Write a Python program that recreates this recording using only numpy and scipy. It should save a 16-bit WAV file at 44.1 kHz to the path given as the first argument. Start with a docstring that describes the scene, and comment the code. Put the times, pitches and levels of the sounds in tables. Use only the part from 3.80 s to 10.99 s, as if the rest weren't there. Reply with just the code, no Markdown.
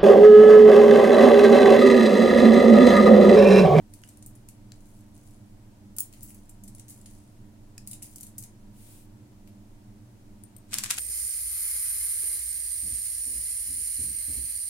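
"""A ceiling fan hums and throbs in a small room. Close by, a gold-coloured necklace is lifted and laid
out on a stone floor: its links knock together in little spills, with a few duller taps on the stone.
At about 2 s the pendant drops back once, its beads clattering and its plate ringing; more chinks follow.
At 5 s cloth brushes as an arm draws back, and bangles touch as it reaches over again.
Last, near 7 s, a small plastic packet is picked up and crackles as its creases snap."""
import sys
import numpy as np
from scipy import signal
from scipy.fft import rfft, irfft
from scipy.io import wavfile
from scipy.ndimage import uniform_filter1d

SR = 44100
rng = np.random.default_rng(int(sys.argv[2]) if len(sys.argv) > 2 else 0)


def persist_wave(psi):
    """Save psi, clipped to +-1, as 16-bit WAV."""
    counts = np.round(np.clip(psi, -1, 1) * 32767).astype(np.int16)
    wavfile.write(sys.argv[1], SR, np.atleast_2d(counts).T)


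N = 317216
TIME = np.arange(N) / SR
FREQ = np.arange(N // 2 + 1) * SR / N
TOP_HZ = 15900

# tones of the mains and the fan motor:
# (pitch [Hz], level [dB], left minus right [dB], sway per turn [fraction], throb per blade [fraction])
HUM_TONES = [(100.05, -58, -5, .25, .5), (200.1, -63, 0, 1.1, 0), (219.9, -61, 0, .3, 0),
             (280, -73, 0, .3, 0), (300.15, -63.5, -6, .2, .2), (600.3, -81, 3, .3, 0)]
# the fan's air drones where the room resonates: (pitch [Hz], width [Hz], level [dB])
ROOM_DRONES = [(20.4, 11, -54.5), (117.6, 18, -57.5), (200, 13.4, -62.5), (294, 29, -73), (936, 120, -79)]
# the rush of moving air: (frequency [Hz], level [dB per Hz])
AIR_COLOUR = [(30, -94), (45, -82), (90, -81), (160, -86), (380, -87), (440, -95.5), (620, -92),
              (1150, -101.5), (3500, -109), (9000, -108.5), (15500, -115)]
# tone of sliding cloth: (frequency [Hz], relative level [dB])
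CLOTH_COLOUR = [(1200, -21), (2600, -11), (6000, -11), (8900, -1.5), (15500, -9)]
# the packet's creases snap: (time [s], level [dB], spread [s], treble tilt [dB per octave])
CREASE_SNAPS = [(6.9312, -33, .0011, -3), (6.9353, -29, 0.00049, -1), (6.941, -20, 0.00052, 3.5),
                (6.951, -42, 0.00063, -8), (6.985, -22, 0.00083, 4.5), (7.0371, -25.5, 0.00069, 1),
                (7.0419, -27, 0.0004, -1), (7.06, -33.5, 0.00076, -1.5), (7.105, -22, 0.0011, 1),
                (7.1093, -19, 0.00072, 1), (7.115, -38, .0016, -2), (7.142, -33, .00027, 13),
                (7.17, -34, .0005, 8), (7.180, -31.5, 0.00064, -1.5), (7.1838, -26, 0.00082, 2)]
# tone of the thin plastic: (frequency [Hz], relative level [dB])
PLASTIC_COLOUR = [(250, -40), (500, -19), (900, -10), (1600, -3), (3000, -.5), (6000, -1.5), (8000, 2.5),
                  (9500, 2), (12000, -6), (16000, -16.5)]
# bangles touch: (time [s], level [dB], low note [Hz], high note [Hz], high note over low [dB])
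BANGLE_TOUCHES = [(6.637, -43, 8850, 14090, -11), (6.765, -45.5, 8800, 13150, -3),
                  (6.767, -50, 8150, 14100, -7), (6.784, -53, 8850, 13150, 3)]
# dull taps on the stone: (time [s], click level [dB], click's treble tilt [dB per octave],
# knock level [dB], main note [Hz], weaker note [Hz], other weaker note [Hz])
STONE_TAPS = [(.2367, -44, -4.5, -49.5, 2900, 1670, 6350), (.9196, -47, -1, -46, 4150, 4630, 7530),
              (3.9795, -38, 2, -41, 5200, 2490, 7940)]
# tone of a tap's click: (frequency [Hz], relative level [dB])
CLICK_COLOUR = [(950, -38), (1800, 2), (3500, -10.5), (6500, 0), (10000, -4), (15500, -18)]
# the pendant and its beads land: (time [s], bead level [dB], spread [s], plate level [dB])
LANDINGS = [(2.164, -41, 0.0048, -54), (2.1842, -25, 0.0013, -43), (2.191, -34.5, 0.0056, -39),
            (2.2029, -27, 0.0043, -25)]
# tone of beads hitting stone: (frequency [Hz], relative level [dB])
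BEAD_COLOUR = [(500, -27), (1100, -22), (2200, -22), (5500, -10), (7000, -1), (9500, 3), (13000, 1.5),
               (16000, -7)]
# notes of the pendant's plate: (pitch [Hz], relative level [dB], time to fade by 60 dB [s])
PLATE_NOTES = [(6939, -20, .1), (8107, -20, .1), (8796, -13, .08), (9500, -13, .05), (11260, -13, .05),
               (11710, -12, .05), (15670, 1, .04)]
# fingers pull the chain along: (start [s], length [s], starting level [dB])
CHAIN_PULLS = [(0.085, 0.24, -65.5), (0.94, 0.23, -67), (1.337, 0.14, -65), (2.315, 0.048, -62),
               (2.417, 0.034, -53.5), (3.077, 0.019, -53), (3.273, 0.056, -63.5), (4.229, 0.027, -55.5)]
# links knock together: (time [s], level [dB], spread [s], treble tilt [dB per octave])
LINK_CHINKS = [(0.137, -44, 0.0012, 3.5), (.288, -48, .002, 0.5), (0.372, -48.5, 0.0011, 5),
               (0.425, -47.5, 0.00091, 0), (.462, -40.5, 0.0011, 12), (0.553, -51, .001, 10),
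               (0.687, -43, 0.0014, 2), (2.327, -49, 0.00075, 0), (2.3365, -48, 0.00046, -5),
               (2.4082, -50, .0008, 0), (2.431, -36.5, 0.0017, 21), (2.493, -47, 0.0033, 16),
               (2.545, -48.5, 0.0033, 9), (2.693, -46.5, .0029, 7), (2.837, -43.5, .0015, 6.5),
               (2.878, -46, 0.0039, 4), (2.949, -45, 0.00075, 2.5), (2.983, -50, 0.00048, 1),
               (2.996, -44, 0.0017, 2), (3.086, -54, 0.0021, 13), (3.098, -46, 0.0012, 9),
               (3.213, -59, .0008, 2), (3.2594, -47, 0.00065, -2), (4.074, -33.5, .00076, 5.5),
               (4.1125, -34.5, 0.0028, 5), (4.1317, -38, 0.00073, -.5), (4.136, -42.5, 0.0024, 4.5),
               (4.2253, -35, .0005, 3.5), (4.23, -37.5, 0.0013, 10), (4.359, -38.5, 0.00096, 7),
               (4.383, -44, 0.00053, 2), (4.4022, -49, .0004, 6), (4.409, -37.5, 0.0011, 7),
               (4.4313, -36.5, 0.0014, 5.5), (4.468, -41.5, 0.0006, 4), (4.5814, -34, 0.0031, 8.5),
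               (4.612, -50, .0006, 13), (4.6257, -43.5, .0011, 5), (4.637, -43, 0.0019, 5.5),
               (5.675, -53.5, 0.00043, -6)]
# tone of small metal parts: (frequency [Hz], relative level [dB])
METAL_COLOUR = [(800, -55), (2000, -5.5), (3300, -8.5), (5000, -4.5), (6500, 0.5), (9500, 4.5),
                (11500, -1.5), (13500, -9.5), (16000, -8.5)]


def undb(db):
    """Turn decibels into a gain."""
    return 10 ** (np.asarray(db) / 20)


def unit(x):
    """Scale a sound to an average power of 1."""
    return x / np.sqrt(np.mean(x ** 2))


def pan(db):
    """Two gains that make the left side this many dB louder than the right."""
    return undb([[db / 2], [-db / 2]])


def spectrum_db(points, hz):
    """Read levels between (frequency, level) points, with octaves evenly spaced."""
    at, db = np.transpose(points)
    return np.interp(np.log(hz + 1), np.log(at), db)


def noise(gain):
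    """Noise of power 1 per Hz, shaped by a gain at each frequency."""
    return irfft(rfft(rng.standard_normal(N)) * gain, N) * np.sqrt(SR / 2)


def colour(x, points, tilt_db=0, size=512):
    """Give a sound the tone of a colour table, brighter by tilt_db with each octave."""
    hz = np.arange(size // 2 + 1) * SR / size
    octaves = np.log2(np.maximum(hz, points[0][0]) / TOP_HZ)
    cepstrum = irfft(np.log(undb(spectrum_db(points, hz) + tilt_db * octaves)))
    cepstrum[1:size // 2] *= 2  # folded so that the filter never sounds ahead of a hit
    cepstrum[size // 2 + 1:] = 0
    response = irfft(np.exp(rfft(cepstrum)))
    return signal.fftconvolve(x, response[None], axes=1)[:, :x.shape[1]]


def add(out, s, x):
    """Mix a stereo sound in at s seconds."""
    i = int(np.clip(s * SR, 0, N - 1))
    out[:, i:i + x.shape[1]] += x[:, :N - i]


def peak_at(x, db, size=110):
    """Scale a hit so that its loudest moment has this level."""
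    return x * undb(db) / np.sqrt(uniform_filter1d(np.mean(x ** 2, axis=0), size).max())


def ring(hz, gain, t60, size=4096, lag_s=0.0001527):
    """Notes fade by 60 dB in t60 seconds; each reaches the two microphones with its own small lag."""
    t = np.arange(size) / SR
    cycles = rng.random(len(hz)) + hz * rng.normal(0, lag_s, len(hz)) * np.array([[.5], [-.5]])
    notes = np.exp(np.outer(2j * np.pi * hz - np.log(1000) / t60, t))
    return np.imag((gain * np.exp(2j * np.pi * cycles)) @ notes)


def contact(t60, notes, size=1024):
    """One small part is struck and rings briefly at random pitches; only high ones may linger."""
    hz = TOP_HZ * (np.arange(notes) + rng.random(notes)) / notes
    return ring(hz, rng.rayleigh(1, notes), t60 * rng.lognormal(0, .7 * hz / TOP_HZ), size)


def spill(spread_s, t60, notes, count=14, size=4096):
    """A run of contacts that swells quickly and dies away over about four times spread_s."""
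    out = np.zeros((2, size))
    for k in range(count):
        late = 4 * (k + rng.uniform(0, .5)) / count
        i = min(int(late * spread_s * SR), size // 2)
        hit = contact(t60, notes) * np.sqrt(late + .1) * np.exp(-late) * undb(rng.normal(0, 2))
        out[:, i:i + hit.shape[1]] += hit
    return out


def crackle(per_second, scatter_db, t60, notes, parts=32):
    """A stream of tiny contacts of uneven size, shared among many small parts."""
    out = np.zeros((2, N))
    for _ in range(parts):
        sizes = undb(scatter_db * np.minimum(rng.exponential(1, N), 3))
        clicks = (rng.random(N) < per_second / parts / SR) * sizes
        out += signal.oaconvolve(clicks[None], contact(t60, notes), axes=1)[:, :N]
    return unit(out)


def stirring(hits, relative_db, lead_s, settle_s):
    """Loudness of the small movements that build just before each hit and settle after it."""
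    power = 0
    for s, db, *_ in hits:
        away = np.maximum((s - TIME) / lead_s, (TIME - s) / settle_s)
        power = power + undb(db + relative_db) ** 2 * np.exp(-2 * np.minimum(away, 20))
    return np.sqrt(power)


def room(x, echo_db, bass_t60=0.31, treble_t60=0.14, onset_s=0.0018, bands=8):
    """Bare walls add a blur of echoes whose treble dies first."""
    t = TIME[:SR // 2]
    centres = np.linspace(0, TOP_HZ, bands)
    hz = np.arange(len(t) // 2 + 1) * SR / len(t)
    scatter = rfft(rng.standard_normal((2, len(t))))
    tail = 0
    for centre, t60 in zip(centres, np.linspace(bass_t60, treble_t60, bands)):
        band = np.maximum(1 - abs(hz - centre) / centres[1], 0)
        tail = tail + irfft(scatter * band, len(t)) * np.exp(-np.log(1000) * t / t60)
    tail = unit(tail * np.clip(t / onset_s - .5, 0, 1)) / np.sqrt(len(t))
    return x + undb(echo_db) * signal.fftconvolve(x, tail, axes=1)[:, :N]


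def fan(turn_hz=2.46, blades=3, left_lag_s=.00025, apart_hz=520):
    """The motor hums, and the air it moves rushes and makes the room drone."""
    out = np.zeros((2, N))
    turn = np.cos(2 * np.pi * turn_hz * TIME - np.pi / 4)  # turning blades sway the room's resonances
    blade = np.cos(2 * np.pi * blades * turn_hz * TIME)  # each passing blade makes the hum throb
    arrival = TIME - np.array([[left_lag_s], [0]])  # the motor is nearer the right microphone
    for hz, db, pan_db, sway, throb in HUM_TONES:
        tone = np.sqrt(2) * np.sin(2 * np.pi * (hz * arrival + rng.random()))
        out += tone * (1 + sway * turn + throb * blade) * undb(db) * pan(pan_db)
    for hz, width_hz, db in ROOM_DRONES:
        band = 1 / (1 + ((FREQ - hz) / (width_hz / 2)) ** 4)
        out += unit(noise(band)) * undb(db) * pan(-1.5)
    air = undb(spectrum_db(AIR_COLOUR, FREQ))
    alike = .85 / (1 + (FREQ / apart_hz) ** 6)  # left and right are alike only in the bass
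    mid, side = (noise(air * np.sqrt((1 + sign * alike) / 2)) for sign in (1, -1))
    return out + np.array([mid + side, mid - side])


def cloth(middle_s=5.1, half_length_s=0.18, db=-55):
    """Sliding cloth makes a soft, bright swish that swells and fades with the arm's speed."""
    speed = np.maximum(1 - ((TIME - middle_s) / half_length_s) ** 2, 0)
    fibres = np.array([unit(noise(undb(spectrum_db(CLOTH_COLOUR, FREQ)))) for _ in range(2)])
    return fibres * speed * undb(db)


def bangles(t60=.026, tick_db=-10):
    """Each touch ticks and rings two high notes, which the wrist soon muffles."""
    out = np.zeros((2, N))
    for s, db, low_hz, high_hz, high_db in BANGLE_TOUCHES:
        add(out, s, peak_at(ring(np.array([low_hz, high_hz]), undb([0, high_db]), t60), db))
        add(out, s, peak_at(colour(contact(t60=.004, notes=28), METAL_COLOUR), db + tick_db))
    return out * pan(8)


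def packet(grip_s=6.915, closing_s=0.014, grip_db=-53, snap_boost_db=2):
    """Creases buckle in quick runs over the fine crackle of plastic held in the fingers."""
    grip = undb(grip_db) * np.exp(np.minimum((TIME - grip_s) / closing_s, 0))  # swells, then holds
    strain = stirring(CREASE_SNAPS, relative_db=-12.5, lead_s=0.0092, settle_s=0.019)
    creases = crackle(per_second=2200, scatter_db=3.5, t60=.003, notes=28)
    out = unit(colour(creases, PLASTIC_COLOUR)) * np.hypot(grip, strain)
    for s, db, spread_s, tilt_db in CREASE_SNAPS:
        snap = colour(spill(spread_s, t60=0.0038, notes=48), PLASTIC_COLOUR, tilt_db)
        add(out, s, peak_at(snap, db + snap_boost_db))
    return out * pan(-1)


def taps(weaker_db=-3):
    """Each tap on the stone is a dry click over a short, hollow knock of three notes."""
    out = np.zeros((2, N))
    for s, db, tilt_db, knock_db, *hz in STONE_TAPS:
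        click = colour(spill(spread_s=.0007, t60=0.0054, notes=56), CLICK_COLOUR, tilt_db)
        add(out, s, peak_at(click, db))
        knock = ring(np.array(hz), undb([0, weaker_db, weaker_db]), t60=.011, lag_s=0)
        rise = np.tanh(TIME[:knock.shape[1]] * min(hz))  # builds over one cycle of the lowest note
        add(out, s, peak_at(knock * rise, knock_db))
    return out


def pendant(rise_s=0.00071):
    """Beads clatter on the stone and the pendant's plate rings with them."""
    out = np.zeros((2, N))
    hz, note_db, t60 = np.transpose(PLATE_NOTES)
    for s, db, spread_s, plate_db in LANDINGS:
        beads = colour(spill(spread_s, t60=.009, notes=40), BEAD_COLOUR)
        add(out, s, peak_at(beads, db))
        plate = ring(hz, undb(note_db), t60, lag_s=0)  # it lies midway between the microphones
        add(out, s, peak_at(plate * np.tanh(TIME[:plate.shape[1]] / rise_s), plate_db))
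    return out


def pull(start_s, length_s, db, catch_s=0.0058, swell_db=3.5, release_s=0.081):
    """Loudness of one pull on the chain: it catches quickly, tightens and lets go."""
    t = np.maximum(TIME - start_s, 0)
    hold = undb(db + swell_db * np.minimum(t / length_s, 1))
    return np.minimum(t / catch_s, 1) * hold * np.exp(-np.maximum(t - length_s, 0) / release_s)


def tinkle(low_hz=8340, high_hz=13500, notes=3):
    """A struck link rings on with a few thin, high notes."""
    return ring(rng.uniform(low_hz, high_hz, notes), rng.rayleigh(1, notes), t60=.055)


def chain(hard_pull_db=-60, tinkle_db=-10.5):
    """Links tick as they move, scrape brightly when pulled hard, and chink as they strike each other."""
    ticks = crackle(per_second=230, scatter_db=6, t60=.005, notes=22)
    scrape = crackle(per_second=650, scatter_db=4.5, t60=.018, notes=16)
    effort = sum(pull(*row) for row in CHAIN_PULLS)
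    hard = effort / (effort + undb(hard_pull_db))  # the share of the pull that scrapes
    stir = stirring(LINK_CHINKS, relative_db=-12, lead_s=0.0027, settle_s=0.0089)
    out = unit(colour(ticks, METAL_COLOUR, tilt_db=1)) * ((1 - hard) * effort + stir)
    out += unit(colour(scrape, METAL_COLOUR, tilt_db=6)) * hard * effort
    for s, db, spread_s, tilt_db in LINK_CHINKS:
        links = peak_at(spill(spread_s, t60=0.0078, notes=22, count=8), 0)
        add(links, .0003, peak_at(contact(t60=.003, notes=32, size=2048), -2))  # a sharp opening click
        add(out, s, peak_at(colour(links, METAL_COLOUR, tilt_db), db))
        add(out, s, peak_at(tinkle(), db + tinkle_db))
    return out


def scene():
    """Jewellery, packet and cloth sound a little to the left, over the fan."""
    handling = room(taps(), echo_db=-9) + room(bangles(), echo_db=-10)
    handling += room(chain(), echo_db=-3.5) + room(pendant(), echo_db=-9)
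    handling += room(packet(), echo_db=-8.5) + cloth()
    return handling * pan(2) + fan()


def record(dry):
    """The phone cuts off the highest treble."""
    return signal.sosfilt(signal.ellip(10, .2, 70, TOP_HZ, fs=SR, output="sos"), dry)


dry = scene()
out = record(dry)
persist_wave(out)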